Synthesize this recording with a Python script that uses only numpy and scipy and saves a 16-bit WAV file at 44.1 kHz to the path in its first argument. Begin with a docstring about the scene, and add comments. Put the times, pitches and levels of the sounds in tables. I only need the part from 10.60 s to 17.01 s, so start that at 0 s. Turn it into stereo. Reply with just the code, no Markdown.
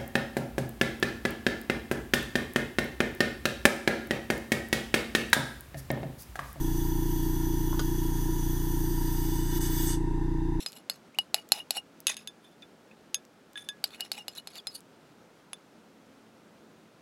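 """Outdoors, over a wooden table: a steel teaspoon stirs a small hand-held glass of water. The spoon's bowl taps
the thick base, skids, drags across it and slips free with a ping. The handle clinks and rubs on the wall and
rim, which the hand damps. Blows ring decaying modes; stick-slip drives the same modes. The water gives a few
tiny bubbles, and small clicks tick on the glass. Behind it all lies a steady distant murmur of air with a faint
hum."""
import sys
import numpy as np
from scipy import signal
from scipy.fft import rfft, irfft, next_fast_len
from scipy.io import wavfile

SR = 44100
rng = np.random.default_rng(int(sys.argv[2]) if len(sys.argv) > 2 else 0)


def master(y):
    """Save y as 16-bit WAV."""
    cut = np.clip(np.atleast_2d(y).T, -1, 1)
    pcm = np.round(cut * 32767)  # scale
    wavfile.write(sys.argv[1], SR, pcm.astype(np.int16))


N = 282681
RING_TIME_S = np.arange(SR // 6) / SR

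# bowl hits base: (time [s], level [dB], tilt [dB/oct], pitch [x], grip looseness [x t60],
# spoon knock [dB], spoon ping [dB], bounce delay [ms], bounce strength [0-1])
BASE_TAPS = [(0.062, -25, -1, 0.99, 1.4, -42, -58, 1.43, 0.04),
             (0.2978, -19.5, -1, 1.0, 0.72, -50, -70, 1.41, 0.67),
             (0.5868, -22, 4, 1.065, 0.73, -23, -18, 1.036, 0.3),
             (0.7438, -10, 0, 1.015, 0.68, -21.5, -32, 1.51, 0.3),
             (0.92, -8.5, 1.5, 1, 0.83, -15.5, -39, 0.708, 0.38),
             (1.1071, -13.5, 1.5, 1.017, 0.54, -27, -37.5, 1.55, 0.45),
             (3.2407, -19, -0.5, 1.075, 0.97, -39, -42, 1.3, 0.8),
             (3.4069, -25, 4, 1.037, 0.86, -57, -31.5, 1.065, 0.3),
             (3.517, -21.5, -1, 1.04, 0.85, -39, -53, 1.337, 0.52),
             (3.6816, -26.5, 0, 1.01, 1, -36, -39, 1.16, 0), (3.873, -30, -0.4, 1, 0.82, -39, -63, 0.84, 0),
             (4.0703, -27.5, 1, 0.97, 1.28, -44, -52, 1.43, 0.45)]
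# bowl pressed on the base: (frequency [Hz], level [dB], t60 [s])
BOWL_MODES = [(1587, 1.5, 0.0015), (2635, -9, 0.011), (2976, -20, 0.0357), (3580, 3, 0.0034),
              (4293, 1.5, 0.013), (5270, -19, 0.049), (6086, -10.5, 0.008), (6688, -15.5, 0.024),
              (7720, -6.5, 0.012), (8480, -22, 0.01), (9100, -14, 0.0073), (10236, -11.5, 0.029),
              (11310, -5, 0.014), (12070, -34, 0.0054), (13200, -9.5, 0.006)]
# glass wall: (frequency [Hz], level [dB], t60 [s])
WALL_MODES = [(1360, -30, 0.028), (1906, -24, 0.072), (2270, -23, 0.035), (2560, -7, 0.064),
              (2877, 2, 0.011), (3310, -5, 0.055), (3450, -20, 0.014), (3595, -5, 0.085),
              (3660, 13.5, 0.0028), (4890, -10.5, 0.061), (5110, -14, 0.092), (6460, -2.5, 0.058),
              (6860, -3, 0.016), (7980, 4.5, 0.0029), (8780, -13.5, 0.067), (10190, -3.5, 0.045),
              (10870, -13, 0.09), (11070, 0.5, 0.023), (13380, -13.5, .025), (14970, -13, 0.037)]
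# spoon bending, rows knock, ping, top tone: (frequency [Hz], t60 [s])
SPOON_MODES = [(790, 0.014), (2887, 0.061), (5025, 0.084)]
# rim bending: (frequency [Hz], t60 [s])
RIM_MODES = [(1680, 0.19), (3515, 0.068)]


def base_taps():
    """The bowl clacks on the base and the spoon bends; a looser grip lifts its top tone."""
    out = np.zeros(N)
    for at_s, db, tilt, pitch, looseness, knock_db, ping_db, delay_ms, strength in BASE_TAPS:
        top_db = db - 13 + 16.5 * np.log2(looseness)
        clack = ring(BOWL_MODES, db, tilt, pitch, t60_scale=looseness)
        bending = bend(SPOON_MODES, [knock_db, ping_db, top_db])
        add(out, at_s, bounced(clack + bending, delay_ms, strength))
    return out


def bounced(blow, delay_ms, strength):
    """Two weaker bounces follow the blow within milliseconds."""
    size = next_fast_len(2 * len(blow))
    khz = np.fft.rfftfreq(size, 1000 / SR)
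    bounce = strength * np.exp(-2j * np.pi * khz * delay_ms)
    return irfft(rfft(blow, size) * (1 + bounce + bounce ** 2 / 2), size)[:len(blow)]


def handle_clinks(lift_width=0.051, twin_ratio=1.013, twin_db=-9):
    """The handle strikes the wall; the glass is not quite round, so each wall mode has a twin."""
    # blows: (time [s], level [dB], tilt [dB/oct], t60 [x], frequency the contact point favours [Hz],
    # its lift [dB], low rim mode [dB], high rim mode [dB])
    clinks = [(1.469, -22.5, 2, 1.1, 2650, 1.4, -48, -36), (1.4818, -33.5, -1, 2.4, 2620, 3.6, -45, -41),
              (1.568, -41.5, 1.5, 1.16, 10600, 1.6, -58, -62),
              (1.6741, -41.5, 2.5, 0.95, 3620, 5.7, -54, -33),
              (2.5444, -27.5, 2, 0.87, 6450, 5.6, -51, -32), (2.9565, -55, -6, 0.85, 3120, 4, -37, -37),
              (2.9752, -51.5, -18, 0.84, 3070, 4, -40, -31.5),
              (3.0882, -36.5, 1, 0.85, 3120, 4, -38.5, -28),
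              (4.9323, -42.5, -2.5, 0.51, 10140, 20.7, -65.5, -40)]
    out = np.zeros(N)
    hz, mode_db, t60_s = np.transpose(WALL_MODES)
    for at_s, db, tilt, t60_scale, favoured_hz, lift_db, *rim_db in clinks:
        lifted_db = mode_db + lift_db * np.exp(-(np.log(hz / favoured_hz) / lift_width) ** 2)
        modes = np.transpose([hz, lifted_db, t60_s])
        twins = np.transpose([hz * twin_ratio, lifted_db + twin_db, t60_s])
        wall = ring(np.vstack([modes, twins]), db, tilt, t60_scale=t60_scale)
        add(out, at_s, wall + bend(RIM_MODES, rim_db))
    return out


def release_pings(rise_s=0.0033, t60_s=0.053):
    """The spoon slips free and sings in one bending mode."""
    # slips: (time [s], level [dB], frequency [Hz])
    releases = [(0.782, -36, 2880), (0.999, -26.5, 2865), (1.178, -22, 2850), (3.421, -25.5, 2887),
                (3.603, -34.5, 2826), (3.784, -35, 2930), (4.077, -24.5, 5047)]
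    out = np.zeros(N)
    onset = 1 - np.exp(-RING_TIME_S / rise_s)
    for at_s, db, hz in releases:
        add(out, at_s, ring([(hz, db, t60_s)]) * onset)
    return out


def base_slides(skid_rise_s=0.008, skid_fall_s=0.075, skid_tilt=-2.1, drag_rise_share=0.58):
    """The bowl skids after each tap and drags over the base between taps."""
    # drags: (peak time [s], length [s], level [dB], tilt [dB/oct], spoon knock [relative dB])
    drags = [(-0.007, 0.16, -36.5, -1, -24), (0.169, 0.11, -49, 3, 2), (0.782, 0.062, -43, -15, 19),
             (0.977, 0.13, -39, -1, 2), (1.17, 0.08, -34.5, -1.5, -3), (3.345, 0.085, -47, -5, -7),
             (3.403, 0.054, -42, -13, 12), (3.455, 0.079, -50, -4, -11), (3.584, 0.11, -43, -1.5, -1),
             (3.78, 0.054, -37, -1.5, -26), (3.971, 0.089, -41.5, -2.5, -7), (4.153, 0.1, -42.5, 3, -14)]
    strokes = []
    for at_s, db, tilt, *_ in BASE_TAPS:
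        skid_db = -38.5 + 0.47 * db - 1.5 * tilt  # strong blows skid more, bright ones spring off
        strokes.append((at_s + skid_rise_s, skid_rise_s, skid_fall_s, skid_db, skid_tilt, (-18, -28)))
    for peak_s, length_s, db, tilt, knock_db in drags:
        rise_s = length_s * drag_rise_share
        strokes.append((peak_s, rise_s, length_s - rise_s, db, tilt, (knock_db, knock_db - 4)))
    return friction(strokes, BOWL_MODES, SPOON_MODES, catches_per_s=1500, spread_db=5.5, chatter_db=3.5,
                    flatten=0.3, grit=0.3, t60_scale=1.0, wander=0.041, patchy_db=4.0)


def wall_rubs(rise_share=0.16):
    """The handle rubs the wall, biting at once and dying away."""
    # rubs: (peak time [s], length [s], level [dB], tilt [dB/oct], high rim mode [relative dB])
    rubs = [(1.493, 0.06, -30, -5, -25), (1.576, 0.086, -48.5, -3, -27), (1.843, 0.2, -63, 0, -3),
            (2.022, 0.024, -47.5, -12, -1), (2.313, 0.017, -53, -11, -2), (2.977, 0.12, -45.5, 1.5, 5)]
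    strokes = []
    for peak_s, length_s, db, tilt, rim_db in rubs:
        rise_s = length_s * rise_share
        strokes.append((peak_s, rise_s, length_s - rise_s, db, tilt, (rim_db - 11.5, rim_db)))
    return friction(strokes, WALL_MODES, RIM_MODES, catches_per_s=3000, spread_db=3.5, chatter_db=3.0,
                    flatten=0.4, grit=0.076, t60_scale=0.16, wander=0.033, patchy_db=6.5)


def friction(strokes, modes, bending_modes, catches_per_s, spread_db, chatter_db, flatten, grit,
             t60_scale, wander, patchy_db, depth_db=20.5):
    """Steel sticks and slips on glass; the moving contact shifts the modes' pitch and strength."""
    out = np.zeros(N)
    hz, mode_db, t60_s = np.transpose(modes)
    sizes = gain_of(spread_db * np.minimum(rng.exponential(1, N), 3)) * rng.choice([-1, 1], N)
    catches = sizes * (rng.random(N) < catches_per_s / SR) + 0.35 * rng.standard_normal(N)
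    catches *= gain_of(chatter_db * drift(rate_hz=110))
    patch_samples = SR // 140
    scatter = rng.standard_normal((len(strokes), 24, 2, len(hz)))  # stroke, patch, pitch/level, mode
    for (peak_s, rise_s, fall_s, db, tilt, bending_db), patches in zip(strokes, scatter):
        span = np.arange(max(round((peak_s - rise_s) * SR), 0), round((peak_s + fall_s) * SR))
        from_peak = np.maximum((peak_s - span / SR) / rise_s, (span / SR - peak_s) / fall_s)
        envelope = gain_of(db - depth_db * from_peak) * signal.windows.tukey(len(span), 0.1)
        force = unit_rms(catches[span]) * envelope
        bending = bend(bending_modes, bending_db)
        patches = (patches + patches[-1]) / np.sqrt(2)  # each stroke keeps its own colour
        for start, (shift, swell) in zip(range(0, len(force), patch_samples), patches):
            patch_hz = hz * (1 + wander * shift)
            patch_db = mode_db * (1 - flatten) + patchy_db * swell
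            patch_modes = np.transpose([patch_hz, patch_db, t60_s])
            response = ring(patch_modes, tilt=tilt, t60_scale=t60_scale) + bending
            response /= np.linalg.norm(response)
            response[:2] += grit * np.array([1, -1])  # treble hiss of the contact
            add(out, span[start] / SR, signal.fftconvolve(force[start:start + patch_samples], response))
    return out


def ring(modes, db=0, tilt=0, pitch=1, t60_scale=1):
    """Struck modes, alternating in sign; harder contact tilts them to the treble [dB/oct]."""
    hz, mode_db, t60_s = np.transpose(modes)[:, :, None]
    signs = (-1) ** np.arange(len(hz))[:, None]
    gains = signs * gain_of(db + mode_db + tilt * np.log2(hz / 4200))
    tones = np.sin(2 * np.pi * hz * pitch * RING_TIME_S)
    return (gains * decay(t60_s * t60_scale) * tones).sum(0)


def bend(modes, levels_db):
    """Bending modes, at levels that depend on the contact point."""
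    return ring([(hz, db, t60_s) for (hz, t60_s), db in zip(modes, levels_db)])


def radiated(x, low_hz=560, high_hz=12500):
    """A small body radiates little bass; finite contact time rounds off the top."""
    x = signal.sosfilt(signal.butter(2, low_hz, "high", fs=SR, output="sos"), x)
    return signal.sosfilt(signal.butter(2, high_hz, fs=SR, output="sos"), x)


def glass_clicks(t60_s=0.00248, log_width=0.95, faint_until_s=3.1, samples=1024):
    """Small clicks on the glass: broad noise clicks, among them the spoon's brief re-catches and a dull knock
    with the last handle clink, plus six faint ones at random."""
    # clear ticks: (time [s], level [dB], centre [Hz])
    clear = [(.086, -33, 4500), (.121, -29.5, 6400), (.13, -34, 6000), (.89, -32.5, 8000),
             (1.404, -27.5, 9000), (1.544, -30, 3500), (2.933, -40.5, 5900), (3.532, -30, 5950),
             (3.752, -34, 5000), (3.956, -28.5, 4400), (4.206, -36, 6300), (4.932, -29.5, 1200)]
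    faint = [(faint_until_s * when, -39.5 - 16 * softness, 5000 * 2 ** (colour - 0.5))
             for when, softness, colour in rng.random((6, 3))]
    out = np.zeros(N)
    hz = np.fft.rfftfreq(samples, 1 / SR)
    for at_s, db, centre_hz in clear + faint:
        band = np.exp(-(np.log((hz + 1) / centre_hz) / log_width) ** 2)
        click = irfft(rfft(rng.standard_normal(samples)) * band) * decay(t60_s)[:samples]
        add(out, at_s, gain_of(db) * click / abs(click).max())
    return out


def bubbles():
    """Air pockets ring in the water and glide as their depth changes."""
    # bubbles: (time [s], length [s], level [dB], start [Hz], end [Hz])
    pockets = [(0.538, 0.027, -51.5, 1920, 3200), (3.326, 0.023, -50, 3440, 3760),
               (3.779, 0.0093, -34, 4210, 3620), (3.98, 0.025, -42.5, 3800, 3130)]
    out = np.zeros(N)
    for at_s, length_s, db, start_hz, end_hz in pockets:
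        hz = np.linspace(start_hz, end_hz, round(length_s * SR))
        add(out, at_s, gain_of(db) * signal.windows.tukey(len(hz), 0.7) * sine(hz))
    return out


def reflections(x, wet_db=-15.5, t60_s=0.031, width=0.3007, delay_s=0.0027):
    """Hands and nearby surfaces scatter a short, weak stereo tail."""
    mid, side = rng.standard_normal((2, len(RING_TIME_S))) * (RING_TIME_S > delay_s) * decay(t60_s)
    tail = np.array([mid + width * side, mid - width * side])
    tail /= np.linalg.norm(tail[0])
    return gain_of(wet_db) * signal.fftconvolve(x[None], tail, axes=1)[:, :N]


def distant_air(level_db=-57.5):
    """Outdoor murmur, nearly alike in both ears through the midrange."""
    # noise spectrum: (frequency [Hz], density [relative dB])
    spectrum = [(15, -73.5), (25, -29.5), (90, -17), (128, -14), (160, -6), (270, -6.5), (480, -9),
                (880, -15), (1130, -18), (1330, -15.5), (1900, -22), (3700, -25.5), (4700, -27),
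                (6000, -28.5), (16000, -41.5)]
    # left-right likeness: (frequency [Hz], correlation [0-1])
    likeness = [(60, 0.45), (150, 0.93), (380, 0.85), (950, 0.83), (2380, 0.83), (5980, 0.26), (15000, 0.5)]
    hz = np.fft.rfftfreq(N, 1 / SR)
    mid, side = rfft(rng.standard_normal((2, N))) * gain_of(log_interp(spectrum, hz))
    correlation = log_interp(likeness, hz)
    mid *= np.sqrt(1 + correlation)
    side *= np.sqrt(1 - correlation)
    noise = unit_rms(irfft(np.array([mid + side, mid - side]), N))
    return noise * gain_of(level_db + 0.5 * drift(rate_hz=9))


def hum():
    """Three faint low tones waver in level and pitch."""
    # hum tones: (frequency [Hz], rms level [dB])
    tones = [(221.6, -70), (272.2, -73), (112.6, -82.5)]
    out = np.zeros(N)
    for hz, db in tones:
        amplitude = np.sqrt(2) * gain_of(db + 3.4 * drift(rate_hz=1.7))
        out += amplitude * sine(hz + 2.5 * drift(rate_hz=6))
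    return out


def gain_of(db):
    return 10 ** (np.asarray(db) / 20)


def unit_rms(x):
    return x / np.sqrt(np.mean(x ** 2) + 1e-20)


def decay(t60_s):
    return np.exp(-np.log(1000) * RING_TIME_S / t60_s)


def sine(hz):
    return np.sin(2 * np.pi * np.cumsum(hz) / SR)


def log_interp(points, hz):
    point_hz, values = np.transpose(points)
    return np.interp(np.log(hz + 1), np.log(point_hz + 1), values)


def drift(rate_hz):
    """Smooth random curve, rms 1."""
    hz = np.fft.rfftfreq(N, 1 / SR)
    return unit_rms(irfft(rfft(rng.standard_normal(N)) * np.exp(-(hz / rate_hz) ** 2), N))


def add(mix, at_s, sound):
    part = mix[max(round(at_s * SR), 0):][:len(sound)]
    part += sound[:len(part)]


def scene():
    """Glass, reflections and background, all slightly left of centre."""
    contacts = base_taps() + handle_clinks() + release_pings() + base_slides() + wall_rubs()
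    glass = radiated(contacts) + glass_clicks() + bubbles()
    return (glass + reflections(glass) + distant_air() + hum()) * gain_of([[0.28], [-0.28]])


def record(dry, cutoff_hz=16000):
    """Steep low-pass band limit."""
    lowpass = signal.firwin(511, cutoff_hz, window=("kaiser", 9), fs=SR)
    return signal.oaconvolve(dry, lowpass[None], "same")


dry = scene()
out = record(dry)
master(out)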